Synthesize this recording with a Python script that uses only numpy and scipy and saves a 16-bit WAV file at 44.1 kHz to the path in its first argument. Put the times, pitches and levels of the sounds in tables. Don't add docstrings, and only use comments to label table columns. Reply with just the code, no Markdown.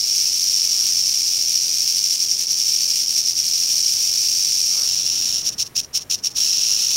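import sys
import numpy as np
from scipy import signal
from scipy.fft import rfft, irfft, next_fast_len
from scipy.io import wavfile

SR = 44100
rng = np.random.default_rng(int(sys.argv[2]) if len(sys.argv) > 2 else 0)


def digitize_waveform(pressure):
    field = np.atleast_2d(pressure).T
    bounded = np.clip(field, -1, 1)
    quanta = np.round(bounded * 32767).astype(np.int16)
    wavfile.write(sys.argv[1], SR, quanta)


N = 306936

# time_s, level_db
TAIL_EFFORT = [(0, -20), (.18, -17.5), (.33, -19), (.6, -18), (1, -18), (1.4, -19), (2.1, -19),
               (2.42, -21.5), (2.6, -19), (3.06, -19), (3.16, -19), (3.33, -20.5), (3.7, -18),
               (4.75, -18.5), (5.1, -20), (5.38, -20), (6.4, -18), (6.96, -18.5)]
# time_s, turns_per_s
TAIL_SPEED = [(0, 104), (.35, 90.3), (1.3, 87), (2.5, 85.3), (3, 88), (4.3, 90), (4.45, 95), (5.4, 86),
              (6.3, 88), (6.55, 104), (6.96, 108)]
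# first_swell_s, last_swell_s, rate_hz, depth_db (before throb_scale)
TAIL_SWAYS = [(0.278, .87, 13.6, 0.6), (.985, 1.27, 10.5, 0.7), (1.42, 1.705, 14.1, 1.1),
              (1.814, 2.05, 12.4, 1.8), (2.125, 2.522, 10.3, 2.5), (2.604, 2.92, 13.4, 1.2),
              (3.181, 3.378, 9.63, 3.5), (3.465, 3.988, 12.4, 1), (6.43, 6.93, 10.2, 0.5)]
# centre_s, change_db
TAIL_LULLS = [(.68, -1.5), (2.465, -3), (3.06, -4), (3.345, -2), (3.96, -2.5), (5.04, -2.5)]
# frequency_hz, gain_db
SHELL_EARLY = [(900, -54.5), (2050, -36), (2350, -26), (3800, -23.5), (4300, -17), (5050, -8.5),
               (5530, 0.0), (6150, -10), (7200, -20.5), (8700, -22), (10500, -27.0), (12000, -27),
               (13300, -28), (14700, -29)]
SHELL_LATE = [(900, -42.5), (2050, -35.5), (2700, -19), (3400, -20.5), (3950, -17), (4800, -13.5),
              (5570, 1.5), (6100, -9.5), (6500, -11.5), (7500, -21), (9500, -25.5), (11200, -24),
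              (12400, -31.2), (15000, -27)]
# time_s, level_db
AIR_LEVEL = [(0, -50), (4.7, -49), (5.4, -45.5), (5.8, -48), (6.96, -48.5)]
# frequency_hz, gain_db
AIR_SPECTRUM = [(20, -24), (40, -6.5), (75, -2.5), (110, 0.5), (170, -3.5), (300, -4), (600, -9),
                (1200, -13.5), (2000, -15.5), (5000, -23.5), (15000, -25.5)]
# time_s, strength_db
SEGMENT_CLACKS = [(.543, -7), (1.558, -7), (2.314, -5), (2.424, -7), (2.469, -11), (2.695, -7), (2.721, -8),
                  (3.866, -8), (5.064, -7)]
# centre_s, level_db, half_width_s
RUSTLE_SWELLS = [(.85, -54.5, .15), (4.795, -46.5, 0.075), (6.71, -52, .037)]
# frequency_hz, gain_db
RUSTLE_SPECTRUM = [(200, -30), (500, -2), (850, -6), (1200, 2.5), (1600, -3), (3000, -21)]
# frequency_hz, gain_db
RUMBLE_SPECTRUM = [(20, -6), (45, -5), (75, -3), (125, 2.5), (200, -6), (400, -24.5)]
# full_strength_s, rise_s, hold_s, level_db, rebound_below_db
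TAIL_FLICKS = [(5.462, 0.035, .03, -18, 11), (5.597, 0.029, 0.029, -18.5, 12), (5.761, 0.016, .04, -19, 14),
               (5.953, 0.027, .025, -17.5, 12), (6.106, 0.015, 0.042, -18, 18),
               (6.25, 0.03, 0.024, -18, 17)]

RING_HZ = 5615
COLOUR_CHANGE_S, COLOUR_FADE_S = 4.86, 0.018
STOP_S, WIND_DOWN_DB_PER_S = 5.375, 159
RESTART_S, WIND_UP_DB_PER_S = 6.368, 1000


def amp(db):
    return 10 ** (np.asarray(db) / 20)


def unit(x):
    return x / np.sqrt(np.mean(x ** 2) + 1e-20)


def clock():
    return np.arange(N) / SR


def curve(rows):
    return np.interp(clock(), *np.transpose(rows))


def bumps(rows):
    out, t = np.zeros(N), clock()
    for centre, height, half in rows:
        near = slice(*np.searchsorted(t, [centre - np.pi * half, centre + np.pi * half]))
        out[near] += height * np.exp(-((t[near] - centre) / half) ** 2)
    return out


def coloured(x, spectrum):
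    size = next_fast_len(N + SR // 2) // 2 * 2
    hz, db = np.transpose(spectrum)
    gain_db = np.interp(np.log(np.fft.rfftfreq(size, 1 / SR) + 1), np.log(hz), db)
    cepstrum = irfft(np.log(amp(gain_db) + 1e-6), size)
    cepstrum[1:size // 2] *= 2
    cepstrum[size // 2 + 1:] = 0
    return irfft(rfft(x, size) * np.exp(rfft(cepstrum)), size)[:N]


def levelled(x, span_s):
    window = np.hanning(int(span_s * SR))
    power = signal.fftconvolve(x ** 2, window / window.sum(), "same")
    return x / np.sqrt(np.abs(power) + 1e-12)


def clicks(times, sizes):
    index = np.clip(np.round(times * SR), 0, N).astype(int)
    return np.bincount(index.ravel(), sizes.ravel(), N + 1)[:N]


def collisions(turns, lag_s, jitter_s, limp_db, stroke_db, scatter_db, count):
    per_turn, per_hit = (len(turns), 1), (len(turns), count)
    starts = turns[:, None] + jitter_s * rng.standard_normal(per_turn)
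    times = starts + lag_s * rng.gamma(2, 1 / 2, per_hit)
    side = (-1) ** np.arange(len(turns))[:, None]
    turn_db = limp_db * side + stroke_db * rng.standard_normal(per_turn)
    hit_db = turn_db + scatter_db * rng.uniform(-1, 1, per_hit)
    polarity = np.sign(rng.standard_normal(per_hit))
    return unit(clicks(times, amp(hit_db) * polarity))


def scrape(contact, decay_s):
    sliding = signal.lfilter([1], [1, -np.exp(-1 / (decay_s * SR))], contact ** 2)
    return unit(np.sqrt(sliding) * rng.standard_normal(N))


def rubbing(contact, above_hz, hiss_share):
    blurred = np.sqrt(1 - hiss_share) * contact + np.sqrt(hiss_share) * rng.standard_normal(N)
    highpass = signal.butter(4, above_hz, "high", fs=SR)
    return contact + signal.filtfilt(*highpass, blurred - contact)


def cavity(x, width_hz):
    return signal.lfilter(*signal.iirpeak(RING_HZ, RING_HZ / width_hz, SR), x)


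def shaking(throb_scale):
    t = clock()
    pause_db = np.minimum(WIND_DOWN_DB_PER_S * (t - STOP_S), WIND_UP_DB_PER_S * (RESTART_S - t))
    lull_db = bumps([(centre, db, 0.021) for centre, db in TAIL_LULLS])
    steady = amp(curve(TAIL_EFFORT) + throb_scale * throbbing() + lull_db - np.maximum(pause_db, 0))
    return np.sqrt(steady ** 2 + flicks())


def rattle():
    turn_count = np.cumsum(curve(TAIL_SPEED)) / SR
    turns = np.interp(np.arange(int(turn_count[-1]) + 1), turn_count, clock())
    strikes = collisions(turns, lag_s=.0014, jitter_s=.0009, limp_db=.5, stroke_db=.8,
                         scatter_db=3, count=4)
    bounces = collisions(turns, lag_s=.009, jitter_s=.001, limp_db=.1, stroke_db=.06,
                         scatter_db=3, count=6)
    contact = unit(strikes + amp(2.5) * bounces)
    scrapes = amp(2.5) * scrape(contact, decay_s=.0014) + amp(-4) * scrape(contact, decay_s=.026)
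    contact = rubbing(unit(contact + scrapes), above_hz=5900, hiss_share=.2)
    late_share = np.clip((clock() - COLOUR_CHANGE_S) / COLOUR_FADE_S, 0, 1)
    early = unit(coloured(contact, SHELL_EARLY))
    late = unit(coloured(contact, SHELL_LATE))
    buzz = levelled((1 - late_share) * early + late_share * late, span_s=.038)
    hits = collisions(turns, lag_s=.0043, jitter_s=.002, limp_db=1.1, stroke_db=1, scatter_db=4, count=2)
    beads = levelled(cavity(cavity(hits, width_hz=190), width_hz=960), span_s=.074)
    ring = cavity(buzz, width_hz=280)
    resonance = amp(-3.5) * ring + amp(-6) * beads
    hiss = buzz - ring
    return shaking(throb_scale=1.55) * resonance + shaking(throb_scale=.8) * hiss


def noise(spectrum):
    return unit(coloured(rng.standard_normal(N), spectrum))


def open_air():
    return amp(curve(AIR_LEVEL)) * noise(AIR_SPECTRUM)


def throbbing():
    t, swing_db = clock(), np.zeros(N)
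    for first, last, rate_hz, depth_db in TAIL_SWAYS:
        fade = np.clip(1 + rate_hz * np.minimum(t - first, last - t), 0, 1)
        swing_db += depth_db * fade * np.cos(2 * np.pi * rate_hz * (t - first))
    return swing_db


def clacks():
    times, db = np.transpose(SEGMENT_CLACKS)
    knocks = coloured(clicks(times, amp(db)), SHELL_EARLY)
    ringing = knocks + amp(15) * cavity(knocks, width_hz=420)
    return amp(db.max()) * ringing / np.abs(ringing).max()


def rustles():
    swells = bumps([(centre, amp(db), half) for centre, db, half in RUSTLE_SWELLS])
    return swells * noise(RUSTLE_SPECTRUM)


def rumble(start_s=4.8, rise_s=.12, level_db=-50, ebb_db_per_s=3):
    age = np.maximum(clock() - start_s, 0)
    surge = np.minimum(age / rise_s, 1) * amp(level_db - ebb_db_per_s * age)
    return surge * noise(RUMBLE_SPECTRUM)


def flicks(fall_db_per_s=1100, rebound_s=.04, rebound_half_s=.01, settle_db=-21, settle_db_per_s=234):
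    t, power = clock(), np.zeros(N)
    for full, rise, hold, db, rebound_below_db in TAIL_FLICKS:
        end = full + hold
        growing = np.clip(1 + (t - full) / rise, 0, 1) ** 2
        after = np.maximum(t - end, 0)
        dying = amp(-fall_db_per_s * after) ** 2 + amp(settle_db - settle_db_per_s * after) ** 2
        power += (amp(db) * growing) ** 2 * dying
        power += bumps([(end + rebound_s, amp(db - rebound_below_db) ** 2, rebound_half_s)])
    return power


def scene():
    snake = rattle() + clacks()
    background = open_air() + rumble() + rustles()
    return (snake + background)[None]


def record(dry):
    notch_hz, notch_half_hz, top_hz = 7870, 100, 15790
    size = next_fast_len(N + SR // 2)
    hz = np.fft.rfftfreq(size, 1 / SR)
    notch = 1 - .95 * np.exp(-((hz - notch_hz) / notch_half_hz) ** 2)
    return irfft(rfft(dry, size) * notch * (hz < top_hz), size)[..., :N]


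dry = scene()
out = record(dry)
digitize_waveform(out)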